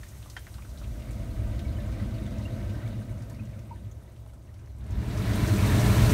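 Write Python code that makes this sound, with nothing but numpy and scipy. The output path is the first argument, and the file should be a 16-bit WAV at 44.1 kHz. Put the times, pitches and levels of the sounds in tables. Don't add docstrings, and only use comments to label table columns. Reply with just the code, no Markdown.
import sys
import numpy as np
from scipy import signal
from scipy.fft import rfft, irfft, next_fast_len
from scipy.io import wavfile
from scipy.ndimage import uniform_filter1d

SR = 44100
rng = np.random.default_rng(int(sys.argv[2]) if len(sys.argv) > 2 else 0)


def store_wav(level_fs):
    pcm = np.round(np.clip(np.atleast_2d(level_fs), -1, 1) * 32767)
    wavfile.write(sys.argv[1], SR, pcm.T.astype(np.int16))


N = 270465
TIME = np.arange(N) / SR

# (arrival [s], rise [s], rumble [dB], boom [dB], churning [dB], splashing [dB], foam [dB])
WAVES = [(0.6, 0.36, -29, -33, -44, -53, -65), (4.783, 0.3, -25, -17.5, -31, -34, -38)]
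# (time [s], rumble [dB], boom [dB])
GULPS = [(0.06, -42, -66), (0.88, -36, -49), (1.44, -33.5, -31), (2.039, -35, -33.5), (2.68, -38, -45),
         (3.44, -48, -37.5), (3.85, -58, -37.5), (4.97, -29, -34), (6.0, -23, -31.5)]

# (pitch [Hz], width [Hz], relative level [dB])
HOLLOW_MODES = [(104.65, 15.7, 3), (142, 17, -12.5), (200.8, 22.2, -10), (220.5, 20.5, -14.5)]
SURF_MODES = [(52.1, 18.2, -2.5), (65.2, 11.2, 2)]
GAP_LOW_MODES = [(214.8, 32, 2.5), (280, 48.4, 2), (333.6, 32, -1), (432, 64, -11), (514.6, 41, -4),
                 (588.6, 28.5, -1.5), (650.5, 45, -2.5), (740, 13, -22), (950, 75, -16), (1252, 57, -18),
                 (1536, 21, -17)]
GAP_FULL_MODES = [(191.7, 25.5, 5.5), (289.5, 42, 1), (324, 39, -3), (420, 33, -2), (504, 26, -10.5),
                  (599, 52, -5.5), (660, 57, -8.5), (806, 53, -15)]
CREVICE_MODES = [(1280, 120, -8.5), (1548, 30, 5.5), (1990, 250, -5), (2800, 50, -19), (3640, 32, 3),
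                 (3860, 34, -2)]

# (frequency [Hz], relative level [dB])
SWELL_COLOUR = [(750, 8), (870, 0), (1200, -1), (1700, -4), (2200, -3.5), (2700, -5.5), (3300, -8.5),
                (4200, -9), (5000, -12.5)]
SURGE_COLOUR = [(750, 5), (870, -4), (930, 5), (1020, 3.5), (1120, -1.5), (1700, -0.5), (1850, -3),
                (2200, -3), (2800, -6), (3150, -9), (3800, -8), (4400, -10), (5000, -14)]
FOAM_COLOUR = [(3000, 2.5), (4200, -2), (4900, -2), (6100, 1.5), (7400, -0.5), (8800, 1.5), (9700, 0),
               (10400, -5), (11100, -1.5), (12300, -1.5), (13500, -3), (15600, -3.5)]
SEA_COLOUR = [(60, -6), (110, 6), (180, -14.5), (280, -27), (380, -15.5), (480, -27.5), (650, -27),
              (900, -26), (1400, -36.5), (2500, -66)]

# (time [s], level [dB], centre [Hz], width [Hz])
SPLATS = [(0.032, -38.5, 1700, 1000), (0.258, -45, 945, 440), (0.299, -38, 4320, 5000),
          (0.3655, -29, 1620, 790), (0.467, -39.5, 1360, 1400), (0.541, -43.5, 4100, 1620),
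          (0.582, -43, 1120, 450), (1.592, -40.5, 2470, 3000), (2.142, -50, 4300, 700),
          (2.264, -44, 3400, 900), (2.646, -54, 1250, 700), (2.876, -46.5, 3640, 600),
          (3.222, -46.5, 4800, 4000), (3.298, -44, 5960, 7000), (3.592, -50.5, 6300, 2000),
          (3.913, -50.5, 6400, 1100), (4.163, -53, 2600, 2000), (4.262, -48, 850, 535),
          (4.333, -55, 794, 710), (4.542, -54.5, 4770, 3470), (4.659, -55.5, 4220, 3970),
          (4.907, -47.5, 6200, 3000), (5.356, -34, 11100, 7100)]
# (centre [ratio], width [ratio], relative level [dB], t60 [s])
SLAP_PARTS = [(0.52, 0.55, -9.5, 0.053), (1, 1, -0.5, 0.091), (2.05, 6, -9, 0.15)]
# (time [s], level [dB], starting pitch [Hz], t60 [s])
PLIPS = [(.366, -32, 3110, 0.053), (1.651, -32.5, 2200, 0.03), (1.765, -40, 2950, 0.046),
         (1.848, -44, 1850, 0.046), (2.452, -31.5, 2800, 0.048), (2.742, -37.5, 1567, 0.049),
         (2.860, -36, 2240, 0.034), (3.298, -46, 1750, 0.085), (3.393, -35, 2510, 0.043),
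         (3.709, -28.5, 916, 0.083)]

SURGE_FROM_S, SURGE_FULL_S = 4.39, 5.0
BACKWASH_FOAM_DB, BACKWASH_SPLASH_DB, BACKWASH_DB_PER_S = -59, -60, 3
CUTOFF_HZ = 15700


def water_levels():
    surf, boom, churn, splash, froth = np.transpose(WAVES)[2:]
    surf_db = wave_level(surf, slack_db=-46, slowness=2.1, lead_s=0.16, hold_s=1.22, drain_s=2.11)
    boom_db = wave_level(boom, slack_db=-53.5, slowness=1.64, lead_s=0.14, hold_s=2.47, drain_s=1.4)
    churn_db = wave_level(churn, slack_db=-62)
    splash_db = wave_level(splash, slack_db=-71.5, slowness=0.97, lead_s=0.01, hold_s=2.07, drain_s=1.74)
    foam_db = wave_level(froth, slack_db=-77.5, slowness=1.46, hold_s=2.17, drain_s=1.36)
    gulp_surf_db, gulp_boom_db = gulps()
    fade_db = BACKWASH_DB_PER_S * TIME
    return (power_sum(surf_db, gulp_surf_db), power_sum(boom_db, gulp_boom_db), churn_db,
            power_sum(splash_db, BACKWASH_SPLASH_DB - fade_db),
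            power_sum(foam_db, BACKWASH_FOAM_DB - fade_db))


def wave_level(heights_db, slack_db, slowness=1, lead_s=0, hold_s=2.025, drain_s=1.52):
    level_db = slack_db
    for (arrives_s, rise_s, *_), height_db in zip(WAVES, heights_db):
        age = np.maximum(TIME - arrives_s + lead_s, 0)
        filling = 1 - np.exp(-age / (rise_s * slowness))
        draining = np.clip(1 - (age - hold_s) / drain_s, 0, 1)
        level_db = level_db + (height_db - slack_db) * filling * draining
    return level_db


def gulps(swell_s=0.044):
    times, *levels_db = np.transpose(GULPS)
    swells = np.exp(-((TIME - times[:, None]) / swell_s) ** 2 / 2)
    return [20 * np.log10(from_db(db) @ swells + 1e-9) for db in levels_db]


def cavity(modes, even_s):
    run_in = SR // 4
    rings = 0
    for hz, width_hz, db in modes:
        turbulence = rng.standard_normal(N + run_in)
        stage_hz = 1.53 * width_hz
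        rings += from_db(db) * resonate(resonate(turbulence, hz, stage_hz), hz, stage_hz)
    return steady(rings[run_in:], even_s)


def rumble(surf_db):
    deep, upper = SURF_MODES
    deep_share = np.interp(surf_db, [-46, -37], [0.3, 0.75])
    return blend(cavity([deep], even_s=0.089), cavity([upper], even_s=0.083), deep_share)


def churning(surf_db, surge):
    deepest, *others = GAP_LOW_MODES
    deep_share = np.interp(surf_db, [-46, -35], [0.1, 0.45])
    low_water = blend(cavity([deepest], even_s=0.12), cavity(others, even_s=0.19), deep_share)
    return blend(cavity(GAP_FULL_MODES, even_s=0.33), low_water, surge)


def splashing(splash_db, surge):
    per_s = 2400 * from_db(0.31 * (splash_db + 55.5))
    bubbles = steady(bubble_cloud(per_s, 913, 5940, cycles=15.5, spread_db=6.5), span_s=0.24)
    spray = from_db(6.5) * rng.standard_normal(N)
    water = (bubbles + spray) * from_db(0.58 * drift(rate_hz=3))
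    ringing = water + sum(from_db(db) * resonate(water, hz, width) for hz, width, db in CREVICE_MODES)
    return blend(colour(water, SURGE_COLOUR), colour(ringing, SWELL_COLOUR), surge)


def foam(foam_db):
    per_s = 2600 * from_db(0.7 * (foam_db + 62.5))
    fizz = steady(bubble_cloud(per_s, 3830, 13500, cycles=15, spread_db=5.0), span_s=0.15)
    hiss = from_db(5.5) * rng.standard_normal(N)
    return colour((fizz + hiss) * from_db(0.5 * drift(rate_hz=30)), FOAM_COLOUR)


def bubble_cloud(per_s, low_hz, high_hz, cycles, spread_db, count=40):
    strengths = from_db(spread_db * np.minimum(rng.exponential(1, N), 4.5)) * rng.choice([-1, 1], N)
    births = strengths * (rng.random(N) < per_s / SR)
    pitch_index = rng.integers(0, count, N)
    places = np.zeros((4, N))
    for k, hz in enumerate(np.geomspace(low_hz, high_hz, count)):
        places[k % len(places)] += resonate(births * (pitch_index == k), hz, 2 * hz / cycles)
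    return rms_one(sum(signal.oaconvolve(place, rock_echo(t60=0.13, wet_db=7))[:N] for place in places))


def splats(contact_s=0.00084, onset_s=0.0005):
    out, t = np.zeros(N), TIME[:SR // 6]
    for start_s, db, centre_hz, spread_hz in SPLATS + drips():
        for pitch, breadth, part_db, t60 in SLAP_PARTS:
            hz, width_hz = min(pitch * centre_hz, CUTOFF_HZ), min(breadth * spread_hz, CUTOFF_HZ / 2)
            envelope = (1 - np.exp(-t / onset_s)) * (3 * np.exp(-t / contact_s) + from_db(-60 * t / t60))
            burst = envelope * rng.standard_normal(len(t))
            slap = resonate(resonate(burst, hz, width_hz), hz, width_hz)
            if start_s < TIME[-1]:
                add(out, start_s, from_db(db + part_db) * slap / np.abs(slap).max())
    return out


def plips(rise=0.031, onset_s=0.0077, wobble=0.022):
    out, t = np.zeros(N), TIME[:SR // 6]
    for start_s, db, hz, t60 in PLIPS:
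        pitch_hz = hz * (1 + 2 * rise * t / t60 + wobble * drift(rate_hz=90)[:len(t)])
        envelope = from_db(db - 60 * t / t60) * (1 - np.exp(-t / onset_s))
        ring = envelope * np.sin(2 * np.pi * np.cumsum(pitch_hz) / SR)
        add(out, start_s, signal.fftconvolve(ring, rock_echo(t60=0.12, wet_db=-9)))
    return out


def drips(count=60, per_s=4.7, start_db=-44.5, fade_db_per_s=2.3, low_hz=1000, high_hz=10000):
    wait, pitch = rng.random((count, 2)).T
    times = np.cumsum(-np.log(1 - wait)) / per_s
    hz = low_hz * (high_hz / low_hz) ** pitch
    return list(zip(times, start_db - fade_db_per_s * times, hz, 0.38 * hz))


def spatter():
    return colour(bubble_cloud(100, 2100, 15000, cycles=5.3, spread_db=10.5, count=16), FOAM_COLOUR)


def rock_echo(t60, wet_db):
    t = TIME[:SR // 6]
    echoes = rng.standard_normal(len(t)) * from_db(-60 * t / t60) * (t > 0.0005)
    return (t == 0) + from_db(wet_db) * echoes / np.linalg.norm(echoes)


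def open_sea():
    return colour(rng.standard_normal(N), SEA_COLOUR)


def from_db(db):
    return 10 ** (np.asarray(db) / 20)


def rms_one(x):
    return x / np.sqrt(np.mean(x ** 2) + 1e-20)


def power_sum(*levels_db):
    return 10 * np.log10(sum(from_db(db) ** 2 for db in levels_db))


def blend(first, second, share):
    return np.sqrt(share) * first + np.sqrt(1 - share) * second


def drift(rate_hz, step=40, run_in=2000):
    r = np.exp(-2 * np.pi * rate_hz * step / SR)
    noise = rng.standard_normal(N // step + run_in + 2)
    slow = signal.lfilter([1], [1, -2 * r, r * r], noise)[run_in:]
    return np.interp(np.arange(N) / step, np.arange(len(slow)), rms_one(slow))


def steady(x, span_s):
    return x / np.sqrt(np.abs(uniform_filter1d(x ** 2, int(span_s * SR))) + 1e-20)


def resonate(x, hz, width_hz):
    r = np.exp(-np.pi * width_hz / SR)
    feedback = [1, -2 * r * np.cos(2 * np.pi * hz / SR), r * r]
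    return signal.lfilter(np.array([1, 0, -1]) * (1 - r * r) / 2, feedback, x + 1e-18)


def colour(x, spectrum):
    hz, db = np.transpose(spectrum)
    f = np.maximum(np.fft.rfftfreq(2 * N, 1 / SR), 1)
    skirts = 1 / np.sqrt((1 + (hz[0] / f) ** 8) * (1 + (f / hz[-1] / 1.2) ** 8))
    shape = skirts * from_db(np.interp(np.log(f), np.log(hz), db))
    size = next_fast_len(2 * N)
    gain = np.interp(np.fft.rfftfreq(size, 1 / SR), f, shape)
    return rms_one(irfft(rfft(x, size) * gain, size)[:N])


def add(out, start_s, sound):
    at = round(start_s * SR)
    out[at:at + len(sound)] += sound[:N - at]


def scene():
    surf_db, boom_db, churn_db, splash_db, foam_db = water_levels()
    surge = np.interp(TIME, [SURGE_FROM_S, SURGE_FULL_S], [0, 1])
    sea = from_db(-48.5) * open_sea()
    boom = from_db(boom_db - 0.5) * cavity(HOLLOW_MODES, even_s=0.13)
    churn = from_db(churn_db + 2) * churning(surf_db, surge)
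    spray = from_db(splash_db - 0.36) * splashing(splash_db, surge)
    fizz = from_db(foam_db + 0.85) * foam(foam_db)
    patter = from_db(foam_db - 10) * spatter()
    surf = from_db(surf_db) * rumble(surf_db)
    return (boom + surf + churn + spray + fizz + patter + splats() + plips() + sea)[None]


def record(dry):
    low_cut = signal.butter(6, 34, "high", fs=SR, output="sos")
    high_cut = signal.ellip(14, 0.1, 90, CUTOFF_HZ, fs=SR, output="sos")
    return signal.sosfilt(high_cut, signal.sosfilt(low_cut, dry))


dry = scene()
out = record(dry)
store_wav(out)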